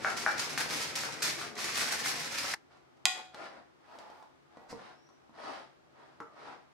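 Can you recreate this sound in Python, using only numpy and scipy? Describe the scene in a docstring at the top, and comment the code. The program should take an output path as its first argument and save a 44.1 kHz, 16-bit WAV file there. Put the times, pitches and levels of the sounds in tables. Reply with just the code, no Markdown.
"""Foil and a paint tin in a bare room

Aluminium foil wrapped round a plastic tray buckles in crinkles and pops; its sound is cut off abruptly.
Scissors prise at the lid of a paint tin, which gives with one sharp snap and rings in its modes.
Friction on the wooden floor sounds as the tin is turned in short scrapes, among small taps,
drags of the blade and a thin squeak. The walls reflect it all, over faint room air."""
import sys
import numpy as np
from scipy import signal
from scipy.fft import rfft, irfft, next_fast_len
from scipy.io import wavfile

SR = 44100
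rng = np.random.default_rng(int(sys.argv[2]) if len(sys.argv) > 2 else 0)


def persist_wave(psi):
    """Save psi, clipped to +-1, as 16-bit WAV."""
    counts = np.round(np.clip(psi, -1, 1) * 32767).astype(np.int16)
    wavfile.write(sys.argv[1], SR, np.atleast_2d(counts).T)


N = 296774
T = np.arange(N) / SR
HZ = np.fft.rfftfreq(next_fast_len(N + 4000, real=True), 1 / SR)
SPEED_POWER = 1.4  # friction noise grows with this power of the sliding speed
# modes of the free lid: pitch_hz, level_db, t60_s
LID_MODES = [(300, -17, 0.065), (743, -10, .75), (805, -12, .28), (1071, -12, .4), (1118, -19, .45),
             (1443, -12.5, .52), (1929, -5.5, .42), (2453, -6.5, .46), (2509, -14, .34), (2643, -18, .29),
             (2998, -13, .31), (3188, -15, .36), (3322, -8, .44), (3385, -12, .42), (3975, -21, .34),
             (4802, -19, .2)]


def foil():
    """Buckling: tiny facets give way by the thousand, brighter under a harder squeeze."""
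    # spectrum of the crinkling: frequency_hz, level_db
    spectrum = [(40, -47), (80, -8.5), (103, -12.5), (124, -0.5), (152, 3.5), (185, -11.5), (240, -2.5),
                (550, -2), (800, -1.5), (1200, -2.5), (1700, -1), (2300, -2), (3050, -6.5), (4100, -4.5),
                (5400, -3), (8300, -12.5), (11600, -16), (15000, -30.5)]
    # the fingers squeeze the sheet: start_s, length_s, rise_s, level_db
    squeezes = [(0.028, 0.095, 0.0093, -45), (0.154, 0.079, 0.018, -41), (0.247, 0.068, 0.0098, -45),
                (0.365, 0.091, 0.014, -42), (0.483, 0.047, 0.016, -41.5), (0.572, 0.043, 0.01, -36.5),
                (0.68, 0.15, 0.029, -37.5), (0.857, 0.041, 0.019, -44), (0.953, 0.1, 0.0072, -38.5),
                (1.077, 0.057, .015, -61), (1.215, 0.081, 0.013, -36), (1.372, 0.056, 0.023, -41),
                (1.558, 0.14, 0.033, -38.5), (1.71, 0.11, 0.06, -33.5), (1.846, 0.043, 0.014, -38.5),
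                (1.898, 0.03, 0.025, -33), (1.971, 0.033, 0.026, -37), (2.025, 0.079, 0.03, -34.5),
                (2.149, 0.12, .015, -41), (2.294, 0.24, 0.029, -40.5)]
    # creases collapse in runs of crackles: start_s, level_db, decay_s
    creases = [(0.071, -34, 0.0024), (0.099, -24, .003), (0.167, -34.5, 0.033), (0.31, -34, .007),
               (0.378, -39, 0.025), (0.394, -23, 0.009), (0.5758, -23, 0.0067), (0.603, -29, 0.0076),
               (0.712, -47, .01), (0.954, -25.5, 0.0086), (1.008, -31, .014), (1.122, -35, 0.017),
               (1.204, -36, 0.0054), (1.221, -26, 0.044), (1.553, -36, .004), (1.64, -32, .015),
               (1.769, -45, 0.018), (1.8, -32, .016), (1.922, -28.5, 0.0095), (1.99, -32.5, .012),
               (2.056, -33, 0.013), (2.077, -31, 0.0086), (2.317, -36, 0.025), (2.383, -27, 0.0096),
               (2.432, -27.5, 0.004), (2.537, -27, 0.011)]
    # small panels that flip at random: pitch_hz
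    dent_pitches = [786, 1138, 1477, 1850]
    held_db, firm_db, creak_db = -50, -38, -48  # merely held, firmly squeezed, bending
    held = 1 - stroke(1.47, 0.086, rise=0.039, release=0.0091)  # the fingers let go to change grip
    power = (amp(held_db) * held) ** 2
    for start, length, rise, db in squeezes:
        power += (amp(db) * stroke(start, length, rise, release=0.025)) ** 2
    effort_db = 10 * np.log10(power + 1e-6) - firm_db
    fizz_db = 1.5 + 0.78 * effort_db
    colour = amp(read(spectrum, HZ))
    grains = facets(per_s=10000, spread_db=3, ring_s=0.0003, busy_db=2.5, busy_hz=44.95,
                    alike=0.38, count=32)
    grains = unit(shaped(grains, colour * (1 - below(750))), 2500, 8000)
    coarse = shaped(grains, below(3500))
    fine = shaped(grains, 1 - below(9500))
    sharp = grains - coarse + fine * (amp(fizz_db) - 1)
    # a run spreads quickly along its crease and is brighter than the steady crinkling
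    runs = sum(amp(2 * db) * np.clip((T - start) / 0.0038, 0, 1) * np.exp(-2 * abs(T - start) / decay)
               for start, db, decay in creases)
    coarse_power = power + amp(-11) * runs + amp(2 * creak_db) * held
    crackle = (sharp * np.sqrt(power + runs) + coarse * np.sqrt(coarse_power)) * amp(1.3 * wander(90))
    dents = sum(signal.oaconvolve(clicks(per_s=8, spread_db=3), flip(hz, swell_s=0.00043))[:N]
                for hz in dent_pitches)
    dents *= amp(-34.5 + effort_db / 2)
    # the whole sheet flutters, less and less as it closes round the tray
    flutter = facets(per_s=2500, spread_db=0.5, ring_s=0.00058, busy_db=1, busy_hz=24.47,
                     alike=0.85, count=12)
    flutter = unit(shaped(flutter, colour * below(950)), 120, 700)
    flutter *= amp(-47 + 0.08 * effort_db - 1.7 * T)
    return room(crackle + dents + flutter, wet_db=-0.5, left=0.91, places=4)


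def pops():
    """Snap-through: large foil panels reverse their curve and ring; early reflections follow."""
    # a panel buckles through: start_s, level_db, pitch_hz, swell_s
    buckles = [(0.0468, -10.5, 1480, 0.00067), (0.0724, -14.5, 1418, 0.00052), (0.263, -8, 1540, 0.00079),
               (0.5764, -15, 1647, 0.00054), (1.035, -20.5, 1420, 0.00057), (1.414, -25, 1320, 0.00089),
               (1.567, -30, 1980, 0.00065), (1.683, -30, 1690, 0.00061), (1.813, -23, 1528, 0.001),
               (1.858, -25, 1610, 0.00084), (1.925, -26.5, 1590, 0.00076), (2.5382, -15.5, 1730, 0.00064),
               (2.542, -30, 1980, 0.0023), (2.541, -30.5, 850, 0.0056)]
    # modes of a flipped panel: pitch_ratio, level_db, t60_s
    panel_modes = [(.415, -30, .25), (.54, -27, 0.35), (0.919, -20.5, 0.4), (0.983, -30, 0.4),
                   (1.519, -32.5, 0.35)]
    # reflections from floor, walls and ceiling: delay_s, level_db, right_lag_s
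    reflections = [(.0027, -23.5, 0.0041), (.0093, -17.5, 0.0096), (0.017, -8, .0001),
                   (0.0252, -8.5, 0.0037), (0.0318, -10.5, .0001), (.047, -13.5, -0.0029)]
    flips, ringing, reflected = np.zeros(N), np.zeros(N), np.zeros((2, N))
    for start, db, hz, swell in buckles:
        surround = amp(-14) * flip(hz * 0.515, swell * 2.2)  # the sheet around follows more slowly
        add(flips, start, amp(db) * (flip(hz, swell, roundness=2.25) + surround))
        modes = [(hz * ratio, level, t60) for ratio, level, t60 in panel_modes]
        add(ringing, start, amp(db) * ring(modes))
    for delay, db, lag in reflections:
        add(reflected[0], delay, amp(db) * flips)
        add(reflected[1], delay + lag, amp(db) * flips)
    sound = shaped(flips + ringing + reflected, 1 - below(380))
    return room(sound, wet_db=-1) * amp([[0.4], [-1.4]])


def snap(size=30000):
    """Sudden release of strain: the rim jumps from its groove, chatters and leaves the lid ringing."""
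    # the lid gives: start_s, level_db
    releases = [(3.0547, -4)]
    # heavily damped modes of the rim: pitch_hz, level_db, t60_s
    rim_modes = [(280, -33.5, 0.0087), (790, -13.5, 0.0072), (1495, -10.5, 0.0027), (1990, -11, 0.017),
                 (2500, -15, 0.014), (3200, -4.5, 0.0086), (3960, -2, 0.003), (4930, -8, 0.0078),
                 (6770, -1, 0.0031), (8450, -0.5, 0.001), (11400, -11, .002), (14480, -16.5, .0016)]
    crack, chatter, ringing = np.zeros(N), np.zeros(N), np.zeros((2, N))
    slip = ring(rim_modes[::2]) - ring(rim_modes[1::2])  # neighbouring modes swing in opposite senses
    for start, db in releases:
        add(crack, start, amp(db) * slip)
        add(crack, start + 0.0008, amp(db - 10.5) * slip)  # the rim lets go in two jerks
        add(ringing[0], start, amp(db - 25) * ring(LID_MODES, phase_rad=0.27))
        add(ringing[1], start, amp(db - 25.5) * ring(LID_MODES, phase_rad=-0.27))
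        rattle = rng.standard_normal(size) * np.exp(-T[:size] / 0.0045)
        add(chatter, start + 0.00089, amp(db - 14) * rattle)
    chatter = shaped(chatter, below(8400) * (1 - below(600, order=2)))
    # so small a lid radiates little bass
    burst = shaped(crack + chatter, (1 - below(110)) * below(14000))
    ringing = shaped(ringing, 1 - below(260))
    return room(burst, wet_db=-5, left=0.6) * amp([[-0.4], [0.4]]) + room(ringing, wet_db=-11, left=0.3)


def taps(size=30000):
    """Impact excitation: each contact knocks, ticks and sets tin, lid and floor vibrating."""
    # blade and fingers meet the tin:
    # start_s, knock_db, knock_hz, ring_db, ring_centre_hz, lid_db, tick_db, thud_db
    contacts = [(2.771, -62, 900, -72.5, 890, -80, -56, -73), (2.972, -62, 900, -76, 880, -83, -60, -82),
                (3.345, -39, 1450, -40, 870, -68, -35.5, -58),
                (3.5805, -48, 850, -55, 846, -72, -62.5, -58),
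                (3.9524, -42.5, 560, -48, 880, -64, -63, -83),
                (3.9868, -36.5, 630, -56, 900, -73, -38.5, -74),
                (4.1001, -37.5, 661, -62, 803, -61, -49, -68.5),
                (4.2255, -38, 830, -61, 836, -70, -50, -73.5), (4.571, -37, 720, -47, 520, -54, -51, -54),
                (4.7279, -31.5, 880, -33.5, 467, -56, -46, -44.5),
                (5.09, -49, 1040, -71, 1060, -76.5, -57, -65),
                (5.2942, -47.5, 870, -64, 897, -76, -64, -57),
                (6.2027, -27.5, 1260, -36.5, 1164, -67, -43.5, -54),
                (6.205, -33.5, 407, -37, 385, -76, -57, -66)]
    # modes of the tin held in the hand: pitch_hz, level_db, t60_s
    tin_modes = [(290, -6.5, 0.18), (474, -1, 0.075), (690, -14, 0.067), (840, -2, 0.058),
                 (1077, -15, 0.26), (1194, -11, 0.3), (1270, -15, 0.55), (1340, -14, 0.55),
                 (1975, -6.5, 0.054), (2170, -8, .04)]
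    fall_db_per_octave = 12  # modes far from the ring centre are barely excited
    thud = ring([(72.8, -7, 0.16), (140.8, -11.5, 0.085), (222, 2.5, 0.12), (269, -3.5, 0.093)])
    lid = ring(LID_MODES)
    body, pings, ticks = np.zeros((3, N))
    for start, knock_db, knock_hz, ring_db, centre_hz, lid_db, tick_db, thud_db in contacts:
        modes = [(hz, db - fall_db_per_octave * abs(np.log2(hz / centre_hz)), t60)
                 for hz, db, t60 in tin_modes]
        knock = flip(knock_hz, swell_s=0.00065, size=size)
        add(body, start, amp(knock_db) * knock + amp(ring_db) * ring(modes) + amp(thud_db) * thud)
        add(pings, start, amp(lid_db) * lid)
        add(ticks, start, amp(tick_db) * rng.standard_normal(size) * np.exp(-T[:size] / 0.0042))
    body = shaped(body, 1 - below(76))
    pings = shaped(pings, below(2120, order=12))  # a light touch rings only the lid's lower modes
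    ticks = shaped(ticks, below(6500) * (1 - below(1400, order=2)))
    return room(body + pings + ticks, wet_db=0.5, left=0.27)


def turns():
    """Sliding friction: the tin's rim judders over the boards and grit hisses, both rising with speed."""
    # the tin is turned on the floor: start_s, length_s, top_speed_share (of the length), rub_db, grit_db
    twists = [(2.687, 0.1, 0.45, -60, -69.5), (3.134, 0.085, 0.33, -47.5, -53.5),
              (3.308, 0.18, 0.83, -44.5, -55.5), (3.445, 0.16, 0.77, -52, -69.5),
              (3.776, 0.54, 0.39, -55.5, -68), (4.47, 0.25, 0.39, -60, -75.5),
              (4.706, 0.26, 0.52, -52.5, -63), (5.312, 0.35, 0.58, -45, -56), (5.887, 0.34, 0.41, -60, -74),
              (6.295, 0.3, 0.61, -48, -62.5)]
    # spectrum of the hollow rub: frequency_hz, level_db
    spectrum = [(80, -29.5), (140, -20.5), (220, -11), (340, -4), (480, -5.5), (610, 0), (780, 1.5),
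                (1200, -3.5), (1700, -7), (2900, -16), (5000, -18.5), (7000, -32), (10000, -36),
                (12000, -48), (15000, -60)]
    rub_gain = amp(-70.5) * (T > 2.1)  # a hand steadies the tin, which rubs faintly
    grit_gain = np.zeros(N)
    for start, length, top, rub_db, grit_db in twists:
        friction = swing(start, length, top) ** SPEED_POWER
        rub_gain = np.hypot(rub_gain, amp(rub_db) * friction)
        grit_gain = np.hypot(grit_gain, amp(grit_db) * friction)
    slips = facets(per_s=3600, spread_db=1.6, ring_s=0.0015, busy_db=3, busy_hz=9.2, alike=0.35, count=24)
    slips = shaped(slips, amp(read(spectrum, HZ)))
    rub = unit(shaped(slips, below(2000)), 300, 1800) * amp(1.3 * wander(70))
    grit = unit(shaped(slips, 1 - below(2000)), 2500, 5200)
    return room(rub * rub_gain + grit * grit_gain, wet_db=1, left=0.74, places=3)


def blade():
    """Stick-slip: the blade drives two hollow lid resonances, which shift with the point of contact."""
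    # the scissor blade drags round the lid: start_s, length_s, level_db, pitch_hz
    drags = [(3.825, 0.406, -57, 846), (4.496, 0.23, -64.5, 747)]
    out = np.zeros(N)
    for start, length, db, hz in drags:
        slips = clicks(per_s=1700, spread_db=1.8) * amp(2 * wander(45))
        note_hz = hz * (1 + 0.023 * wander(10))
        lower = resonate(slips, note_hz, width_hz=32)
        upper = amp(-9) * resonate(slips, note_hz * 1.13, width_hz=33)
        out += amp(db) * unit(lower + upper) * stroke(start, length, rise=0.11, release=0.018)
    return room(out, wet_db=2.5, left=0.2)


def skid():
    """Friction noise: the blade skids off the rim in one bright scratch of dense slips."""
    # spectrum of the scratch: frequency_hz, level_db
    spectrum = [(150, 2), (700, 5.5), (2100, 3), (3000, -10.5), (4700, -0.5), (6500, -9), (9500, -13),
                (12000, -26), (15000, -28)]
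    slips = facets(per_s=7000, spread_db=2.5, ring_s=0.00032, busy_db=-0.5, busy_hz=40.6,
                   alike=0.72, count=6)
    scratch = unit(shaped(slips, amp(read(spectrum, HZ))))
    speed = swing(start=4.682, length=0.048, top=0.75)
    return room(scratch * amp(-45) * speed ** SPEED_POWER, wet_db=-1.5)


def squeak():
    """Frictional oscillation: as the tin comes to rest, two close tones glide up, level off and fade."""
    start_s, glide_s = 4.925, 0.045
    top_hz, glide_hz, jitter_hz, twin_gap_hz = 5710, 1000, 22, 290
    hz = top_hz - glide_hz * np.exp(-np.maximum(T - start_s, 0) / glide_s) + jitter_hz * wander(300)
    phase = 2 * np.pi * np.cumsum(hz) / SR
    tones = np.sin(phase) + amp(-11) * np.sin(phase + 2 * np.pi * twin_gap_hz * T)
    envelope = amp(-71.5 + 2 * wander(40)) * stroke(start_s, length=0.19, rise=0.035, release=0.06)
    return room(tones * envelope, wet_db=0)


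def hush():
    """Ambient noise: still room air, very wide, and a faint wavering drone."""
    # spectrum of the air: frequency_hz, level_db
    spectrum = [(15, -68.5), (25, -40), (76, -10), (108, -26.5), (130, -6.5), (229, -15.5), (263, -3.5),
                (293, -21), (326, -4), (463, -14), (1100, -18), (1190, -16), (3160, -25), (5730, -30.5),
                (16000, -50)]
    # stereo width of the air: frequency_hz, side_minus_mid_db
    width = [(40, -3.5), (130, 3), (300, 4.5), (750, 5.5), (1500, 3), (3000, 2), (8000, 1)]
    # tones of the drone: pitch_hz, level_db
    tones = [(138, -82), (87, -86.5)]
    mid, side = shaped(rng.standard_normal((2, N)), amp(read(spectrum, HZ)))
    side = shaped(side, amp(read(width, HZ)))
    air = unit(np.array([mid + side, mid - side]))
    drone = np.zeros((2, N))
    for hz, db in tones:
        phase = 2 * np.pi * hz * T
        drone += amp(db) * (wander(24) * np.sin(phase) + wander(20) * np.cos(phase))
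    return amp(-64) * lean(air, left=0.2) + lean(drone)


def room(x, wet_db, left=0.65, places=1):
    """Direct and diffuse fields add in power; a moving source wanders among places with unlike echoes."""
    shares = np.array([wander(6) for _ in range(places)]) if places > 1 else np.ones((1, N))
    wet = sum(echo(x * share) for share in shares / np.linalg.norm(shares, axis=0))
    return lean((x + amp(wet_db) * wet) / np.hypot(1, amp(wet_db)), left)


def echo(x, size=24000):
    """Reverberation: sparse reflections decay exponentially, weakly correlated between the sides."""
    # reverberation time of the room: frequency_hz, t60_s
    decay_times = [(100, 0.47), (500, 0.38), (1400, 0.38), (3700, 0.43), (7000, 0.38), (14000, 0.35)]
    arrivals = rng.standard_normal((2, size)) * (rng.random((2, size)) < 0.12) * (T[:size] > 0.002)
    hz, t, bands = signal.stft(arrivals, SR, nperseg=256)
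    coherence = read([(100, 0.1), (500, 0.1), (1400, 0.3), (3000, -0.1)], hz)[:, None]
    bands[1] = coherence * bands[0] + np.sqrt(1 - coherence ** 2) * bands[1]
    tail = signal.istft(bands * amp(-60 * t / read(decay_times, hz)[:, None]), SR, nperseg=256)[1]
    tail /= np.linalg.norm(tail, axis=1, keepdims=True)
    return signal.fftconvolve(np.atleast_2d(x), tail, axes=1)[:, :N]


def lean(pair, left=1):
    """Level difference: the bass tilts left, by a share that depends on where the source is."""
    # the full tilt: frequency_hz, left_minus_right_db
    tilt = [(40, -4), (110, 3), (200, 16.5), (380, 7), (700, 3.5), (1400, 0.3), (4000, 1), (15000, -.5)]
    return shaped(pair, amp(left * np.outer([0.5, -0.5], read(tilt, HZ))))


def facets(per_s, spread_db, ring_s, busy_db, busy_hz, alike, count, size=256):
    """Shot noise from count patches, each with its own ring and loud spells; alike correlates the sides."""
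    out = np.zeros((2, N))
    for _ in range(count):
        common = np.sqrt(alike) * rng.standard_normal(size)
        separate = np.sqrt(1 - alike) * rng.standard_normal((2, size))
        patch = (common + separate) * np.exp(-T[:size] / ring_s)
        train = clicks(per_s / count, spread_db) * amp(busy_db * wander(busy_hz))
        out += signal.oaconvolve(train[None], patch / np.linalg.norm(patch), axes=1)[:, :N]
    return out


def clicks(per_s, spread_db):
    """A Poisson train of impulses, many small and a few large."""
    impulses = (rng.random(N) < per_s / SR) * rng.choice([-1, 1], N)
    return impulses * amp(spread_db * np.minimum(rng.exponential(1, N), 4))


def flip(hz, swell_s, size=2000, roundness=1):
    """The transient of a thin sheet jumping through: a few cycles that swell and die."""
    t = T[:size]
    return -(t / swell_s * np.exp(1 - t / swell_s)) ** roundness * np.sin(2 * np.pi * hz * t)


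def ring(modes, size=30000, phase_rad=0):
    """Free decay of modes (pitch_hz, level_db, t60_s); neighbours lead and lag by phase_rad."""
    t = T[:size]
    return sum(amp(db - 60 * t / t60) * np.sin(2 * np.pi * hz * t + phase_rad * (-1) ** k)
               for k, (hz, db, t60) in enumerate(modes))


def resonate(x, hz, width_hz):
    """Forced vibration of a resonance that follows the curve hz."""
    carrier = np.exp(2j * np.pi * np.cumsum(hz) / SR)
    pole = np.exp(-np.pi * width_hz / SR)
    return (carrier * signal.lfilter([1 - pole], [1, -pole], x / carrier)).real


def stroke(start, length, rise, release):
    """Envelope of one push of the hand: it builds, holds and lets go (times in seconds)."""
    return np.clip((T - start) / rise, 0, 1) * np.exp(-np.maximum(T - start - length, 0) / release)


def swing(start, length, top):
    """Speed of a twist of the wrist: from rest to 1 at the share top of its length, and back."""
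    return np.sin(np.pi * np.interp(T, [start, start + top * length, start + length], [0, 0.5, 1])).clip(0)


def wander(hz):
    """A random curve of rms 1, with hz new values a second."""
    knots = rng.standard_normal(4000)
    return np.interp(T * hz, np.arange(len(knots)), knots) / np.sqrt(2 / 3)


def amp(db):
    """Decibels to gain."""
    return 10 ** (np.asarray(db) / 20)


def read(points, hz):
    """Interpolates (frequency_hz, value) points on a log-frequency axis."""
    frequency, value = np.transpose(points)
    return np.interp(np.log(hz + 1), np.log(frequency + 1), value)


def add(mix, start_s, sound):
    """Superposes a sound on the mix."""
    part = mix[max(round(start_s * SR), 0):][:len(sound)]
    part += sound[:len(part)]


def shaped(x, gain):
    """Filters by a gain for each frequency."""
    size = 2 * (len(HZ) - 1)
    return irfft(rfft(x, size) * gain, size)[..., :N]


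def below(hz, order=4):
    """Gain of a smooth low-pass."""
    return 1 / (1 + (HZ / hz) ** order)


def unit(x, low_hz=0, high_hz=SR):
    """Scales x to rms 1 within a band."""
    return x / (np.std(shaped(x, (HZ >= low_hz) & (HZ <= high_hz))) + 1e-12)


def scene():
    """Gating: the foil sound is cut off, echo and all, leaving a faint fading tail; the tin follows."""
    cut_s = 2.548
    foil_gain = amp(np.interp(T - cut_s, [-0.004, 0.0029, 0.035, 0.54], [-0.5, -18, -28.5, -87]))
    return (foil() + pops()) * foil_gain + snap() + taps() + turns() + blade() + skid() + squeak() + hush()


def record(dry):
    """Band limiting: a steep linear-phase low-pass removes the highest treble."""
    edge_hz = 15850
    low_pass = signal.firwin(401, edge_hz, window=("kaiser", 9), fs=SR)
    return signal.oaconvolve(dry, low_pass[None], "same")


dry = scene()
out = record(dry)
persist_wave(out)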